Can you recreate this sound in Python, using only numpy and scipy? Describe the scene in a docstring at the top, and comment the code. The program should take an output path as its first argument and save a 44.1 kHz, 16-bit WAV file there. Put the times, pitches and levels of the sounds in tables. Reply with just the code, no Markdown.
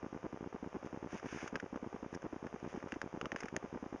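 """A laptop fan hums and hisses in a quiet room, close to a hand-held phone.
Radio interference ticks in the phone's microphone circuit, in a stuttering burst ten times a second:
each packet is a voltage pulse that the circuit rounds into a tick.
Fingers slide and scuff over the phone's plastic case, which creaks and clicks."""
import sys
import numpy as np
from scipy.fft import rfft, irfft, next_fast_len
from scipy.io import wavfile
from scipy.ndimage import map_coordinates

SR = 44100
rng = np.random.default_rng(int(sys.argv[2]) if len(sys.argv) > 2 else 0)


def digitize_waveform(pressure):
    """Quantize a signal to 16-bit integers and store it at the path in sys.argv[1].

    Rows of a 2-D input are taken as channels; values are limited to [-1, 1].
    """
    field = np.atleast_2d(pressure).T
    bounded = np.clip(field, -1, 1)
    quanta = np.round(bounded * 32767).astype(np.int16)
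    wavfile.write(sys.argv[1], SR, quanta)


N = 176400


def amp(db):
    return 10 ** (np.asarray(db) / 20)


def unit_rms(x):
    return x / np.sqrt(np.mean(x ** 2) + 1e-20)


def eq_gain(curve, hz):
    """Linear gain read from (Hz, dB) points on a log frequency axis."""
    points_hz, points_db = np.transpose(curve)
    return amp(np.interp(np.log(hz + 1), np.log(points_hz + 1), points_db))


def wobble(rate):
    """A smooth random curve, rate knots a second."""
    knots = rng.standard_normal(int(N * rate / SR) + 4)
    return map_coordinates(knots, [np.arange(N) * rate / SR])


def filtered(x, response):
    """Filter x by a complex response, given as a function of Hz."""
    size = next_fast_len(N + SR // 2)
    return irfft(rfft(x, size) * response(np.fft.rfftfreq(size, 1 / SR)), size)[:N]


def minimum_phase(gain):
    """A response with this gain and no pre-ringing."""
    cepstrum = irfft(np.log(np.maximum(gain, 1e-6)))
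    half = len(cepstrum) // 2
    cepstrum[1:half] *= 2
    cepstrum[half + 1:] = 0
    return np.exp(rfft(cepstrum))


def noise(spectrum):
    """Coloured noise of rms 1."""
    return unit_rms(filtered(rng.standard_normal(N), lambda hz: eq_gain(spectrum, hz)))


def add(track, start_s, sound):
    part = track[max(round(start_s * SR), 0):][:len(sound)]
    part += sound[:len(part)]


def decay(t, t60):
    """A tail that falls 60 dB in t60 seconds."""
    return amp(-60 * t / t60)


# Colour of the fan's air and the room tone (frequency [Hz], relative level [dB])
AIR_SPECTRUM = [(25, -22), (60, -4), (130, -6.5), (270, -5), (520, -0.5), (720, -3), (1000, -4), (1500, -9),
                (2400, -15.5), (3400, -20.5), (5000, -26.5), (9000, -24.5), (15000, -24)]
# The fan's hum (frequency [Hz], rms level [dB])
FAN_TONES = [(545, -70.5), (1191, -72.5), (2382, -82)]


def fan():
    """The bed: rushing air under three faint tones that waver together with the fan's speed."""
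    speed = 1 + 0.001 * wobble(5)
    phase_per_hz = 2 * np.pi * np.cumsum(speed) / SR
    hum = sum(amp(db + wobble(5)) * np.sqrt(2) * np.sin(hz * phase_per_hz) for hz, db in FAN_TONES)
    air_db = -57.5 + 0.5 * wobble(5.5)
    return hum + amp(air_db) * noise(AIR_SPECTRUM)


# Long radio packets: dull ticks, bunched every tenth of a second (time [s])
PACKET_STARTS = [0.031, 0.0428, 0.0646, 0.1276, 0.1492, 0.1629, 0.2419, 0.2475, 0.261, 0.264, 0.3302,
                 0.3432, 0.4086, 0.4277, 0.4617, 0.4727, 0.5451, 0.5496, 0.6272, 0.6311, 0.6622, 0.6734,
                 0.7485, 0.7532, 0.7642, 0.7671, 0.8466, 0.8619, 0.9306, 0.9435, 0.9737, 1.0271, 1.0458,
                 1.0616, 1.1306, 1.1422, 1.1476, 1.1521, 1.2459, 1.2572, 1.2648, 1.3267, 1.3466, 1.3613,
                 1.4294, 1.4419, 1.5273, 1.5314, 1.55, 1.5619, 1.6305, 1.641, 1.7276, 1.7315, 1.7582,
                 1.7622, 1.8272, 1.8312, 1.8634, 1.872, 1.9432, 1.9477, 2.0276, 2.0315, 2.062, 2.1282,
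                 2.1508, 2.1623, 2.2419, 2.248, 2.2613, 2.2642, 2.3297, 2.3327, 2.3637, 2.4273, 2.4492,
                 2.463, 2.5409, 2.5456, 2.628, 2.6434, 2.6624, 2.6752, 2.7456, 2.7506, 2.7738, 2.7773,
                 2.8406, 2.861, 2.9266, 2.9303, 2.9634, 2.9664, 3.0408, 3.0612, 3.1403, 3.1461, 3.1748,
                 3.228, 3.2425, 3.2664, 3.3266, 3.3495, 3.4417, 3.4462, 3.5267, 3.5402, 3.5605, 3.5731,
                 3.6415, 3.6462, 3.7275, 3.7407, 3.7572, 3.7611, 3.8265, 3.8305, 3.8634, 3.9262, 3.9459,
                 3.9493]
# Short blips in the same bursts: lighter, brighter ticks (time [s])
BLIP_STARTS = [0.0284, 0.0475, 0.062, 0.1315, 0.1458, 0.1752, 0.2304, 0.252, 0.258, 0.2668, 0.3273, 0.3624,
               0.3736, 0.4412, 0.4444, 0.5271, 0.5295, 0.5613, 0.5639, 0.6433, 0.6465, 0.7293, 0.7438,
               0.7591, 0.7615, 0.8281, 0.8317, 0.8722, 0.9279, 0.9481, 0.9624, 1.0306, 1.0425, 1.0729,
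               1.1279, 1.1542, 1.1623, 1.2291, 1.2317, 1.2424, 1.2616, 1.3307, 1.374, 1.4267, 1.461, 1.4636,
               1.5433, 1.5465, 1.5739, 1.627, 1.6613, 1.6638, 1.7436, 1.7471, 1.7739, 1.7759, 1.8437,
               1.8469, 1.9283, 1.9308, 1.9618, 1.9644, 2.0307, 2.0452, 2.0484, 2.1408, 2.1743, 2.2293,
               2.2528, 2.2582, 2.2671, 2.3269, 2.3431, 2.3611, 2.4412, 2.4459, 2.4718, 2.5278, 2.5608,
               2.5633, 2.6492, 2.6524, 2.7289, 2.7407, 2.76, 2.7626, 2.8267, 2.8301, 2.8722, 2.8743, 2.9606,
               3.0303, 3.0753, 3.1287, 3.1507, 3.1626, 3.1723, 3.2485, 3.2506, 3.2633, 3.3306, 3.3461,
               3.4268, 3.4293, 3.4605, 3.463, 3.546, 3.5492, 3.6272, 3.6298, 3.6505, 3.6605, 3.7463, 3.7495,
               3.7739, 3.776, 3.8413, 3.8608, 3.93, 3.9422, 3.961]


def radio_interference():
    """Each packet is a flat voltage pulse; the microphone circuit rounds it into a two-sided tick."""
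    def pulses(starts, width_ms, level_db):
        train = np.zeros(N)
        pulse = np.clip(width_ms * SR / 1000 - np.arange(SR // 100), 0, 1)
        for start in starts:
            add(train, start, amp(level_db) * pulse)
        return train

    def circuit(hz):
        coupling_hz, bass_cut_hz, lowpass_hz, lowpass_q = 1458, 27, 410.4, 0.7
        coupling = 1j * hz / (1j * hz + coupling_hz)
        bass_cut = 1j * hz / (1j * hz + bass_cut_hz)
        lowpass = 1 / (1 + 1j * hz / lowpass_hz / lowpass_q - (hz / lowpass_hz) ** 2)
        return coupling * bass_cut * lowpass

    packets = pulses(PACKET_STARTS, width_ms=1.597, level_db=-15.5)
    blips = pulses(BLIP_STARTS, width_ms=0.26, level_db=-13)
    return filtered(packets + blips, circuit)


# Fader ride of the sliding fingers (time [s], level [dB])
SLIDE_LEVELS = [(0, -85), (.82, -90), (.86, -59.5), (.91, -91), (1.07, -72), (1.11, -59.5), (1.18, -55),
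                (1.21, -71.5), (1.27, -56.5), (1.33, -53), (1.39, -50.5), (1.48, -57.5), (1.51, -79),
                (2.08, -81), (2.141, -57.5), (2.18, -86), (2.66, -67.5), (2.74, -58.5), (2.85, -77),
                (2.94, -59), (3.0, -81), (3.3, -92), (3.39, -56), (3.46, -68), (3.52, -85), (4, -88)]
# Colour of skin rubbing on plastic (frequency [Hz], relative level [dB])
SKIN_SPECTRUM = [(100, -11), (400, 1.5), (900, -4), (1600, 3), (2300, 0.5), (3200, -8), (5000, -14),
                 (6500, -12), (10000, -12), (12000, -27), (15000, -36)]


def finger_slides():
    """Skin slides on the case: a soft, uneven hiss, grainy with tiny catches."""
    catches_per_s, grain_db = 200, -3
    catches = (rng.random(N) < catches_per_s / SR) * rng.standard_normal(N)
    grains = unit_rms(filtered(catches, lambda hz: minimum_phase(eq_gain(SKIN_SPECTRUM, hz))))
    level_db = np.interp(np.arange(N) / SR, *np.transpose(SLIDE_LEVELS))
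    flutter_db = 1.7 * wobble(43.8)
    return amp(level_db + flutter_db) * (noise(SKIN_SPECTRUM) + amp(grain_db) * grains)


# Fingertip scuff cues, before trim (time [s], body level [dB], treble level [dB])
SCUFF_CUES = [(1.196, -42.5, -61.5), (1.286, -45, -71), (1.298, -51, -64), (1.313, -39, -63),
              (1.323, -41, -61), (1.385, -40, -61), (1.403, -41, -62), (1.476, -33, -50.5),
              (1.5584, -33.5, -51), (1.599, -35.5, -53), (2.147, -42, -47.5), (2.220, -48, -61),
              (2.467, -42, -64), (2.802, -45, -75), (2.826, -44.5, -82), (2.883, -41, -75),
              (2.939, -40, -74), (3.4042, -34, -45.5), (3.4323, -36.5, -56), (3.4555, -42, -55),
              (3.483, -35, -56)]


def fingertip_scuffs():
    """A fingertip slips briefly: a fast-fading rasp with a midrange body and an airy top."""
    body_trim_db, treble_trim_db, attack_s = 0.5, 5.5, 0.0011
    body, treble, t = np.zeros(N), np.zeros(N), np.arange(SR // 10) / SR
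    envelope = (1 - np.exp(-t / attack_s)) * decay(t, t60=0.021)
    for start, body_db, treble_db in SCUFF_CUES:
        add(body, start, amp(body_db + body_trim_db) * envelope)
        add(treble, start, amp(treble_db + treble_trim_db) * envelope)
    rasp = noise([(200, -6), (900, -5), (1600, 6), (2900, -7.5), (4500, -21)])
    hiss = noise([(3000, -28), (5000, -3), (6500, -5), (10000, -4.5), (13000, -17)])
    return body * rasp + treble * hiss


# Case click cues, before trim
# (time [s], body level [dB], body pitch [Hz], edge level [dB], snap level [dB])
CLICK_CUES = [(1.5562, -23, 1650, -58, -60), (1.7593, -32.5, 1130, -60, -65),
              (2.9216, -30, 1650, -37.5, -48), (3.016, -24.5, 1610, -63, -44),
              (3.2131, -26.5, 1270, -37, -49.5), (3.2568, -27.5, 1210, -39.5, -51),
              (3.3187, -24.5, 1810, -45, -51), (3.3614, -25, 1690, -51, -50.5),
              (3.5646, -24, 1800, -64, -32.5)]
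# High case resonances that give a click its snap (frequency [Hz], relative level [dB])
SNAP_RESONANCES = [(5000, -8), (6600, -3.5), (9200, -3)]


def case_clicks():
    """The plastic case snaps, rings for a few milliseconds and rattles out."""
    body_trim_db, edge_trim_db, snap_trim_db, rattle_trim_db = 1, 4.5, 14, -10.5
    edge_hz, attack_s = 2860, 0.00014
    rings, rattle_envelope, t = np.zeros(N), np.zeros(N), np.arange(SR // 10) / SR
    attack = 1 - np.exp(-(t / attack_s) ** 2)

    def ring(hz, db, t60):
        return amp(db) * np.sin(2 * np.pi * hz * t) * attack * decay(t, t60)

    for start, body_db, body_hz, edge_db, snap_db in CLICK_CUES:
        *snap_detunes, edge_detune = 1 + 0.044 * rng.standard_normal(len(SNAP_RESONANCES) + 1)
        body = ring(body_hz, body_db + body_trim_db, t60=0.0079)
        edge = ring(edge_hz * edge_detune, edge_db + edge_trim_db, t60=0.0067)
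        snap = sum(ring(hz * detune, snap_db + snap_trim_db + db, t60=0.0031)
                   for (hz, db), detune in zip(SNAP_RESONANCES, snap_detunes))
        add(rings, start, body - edge + snap)  # the edge is in opposite polarity
        add(rattle_envelope, start, amp(body_db + rattle_trim_db) * attack * decay(t, t60=0.03))
    rattle = noise([(150, -8), (500, 12), (1100, 1), (3000, -10.5),
                    (6000, -18), (10000, -22), (13000, -36)])
    return rings + rattle_envelope * rattle


def scene():
    """Mono mix: the fan bed, with interference and handling noise on top."""
    return (fan() + radio_interference() + finger_slides() + fingertip_scuffs() + case_clicks())[None]


# The phone's EQ, with deep notches near 4 and 8 kHz (frequency [Hz], gain [dB])
PHONE_EQ = [(3000, -0.5), (3800, -5.5), (4170, -13), (4500, -5.5), (5000, 2), (6500, 4.5), (7200, -8.5),
            (7700, -27), (8080, -33), (8500, -23), (9200, -12.5), (10000, -19), (11000, -32.5),
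            (15000, -36.5)]


def record(dry):
    """The phone colours the treble and keeps nothing above its band limit."""
    top_hz = 15600
    return filtered(dry[0], lambda hz: minimum_phase(eq_gain(PHONE_EQ, hz)) * (hz < top_hz))[None]


dry = scene()
out = record(dry)
digitize_waveform(out)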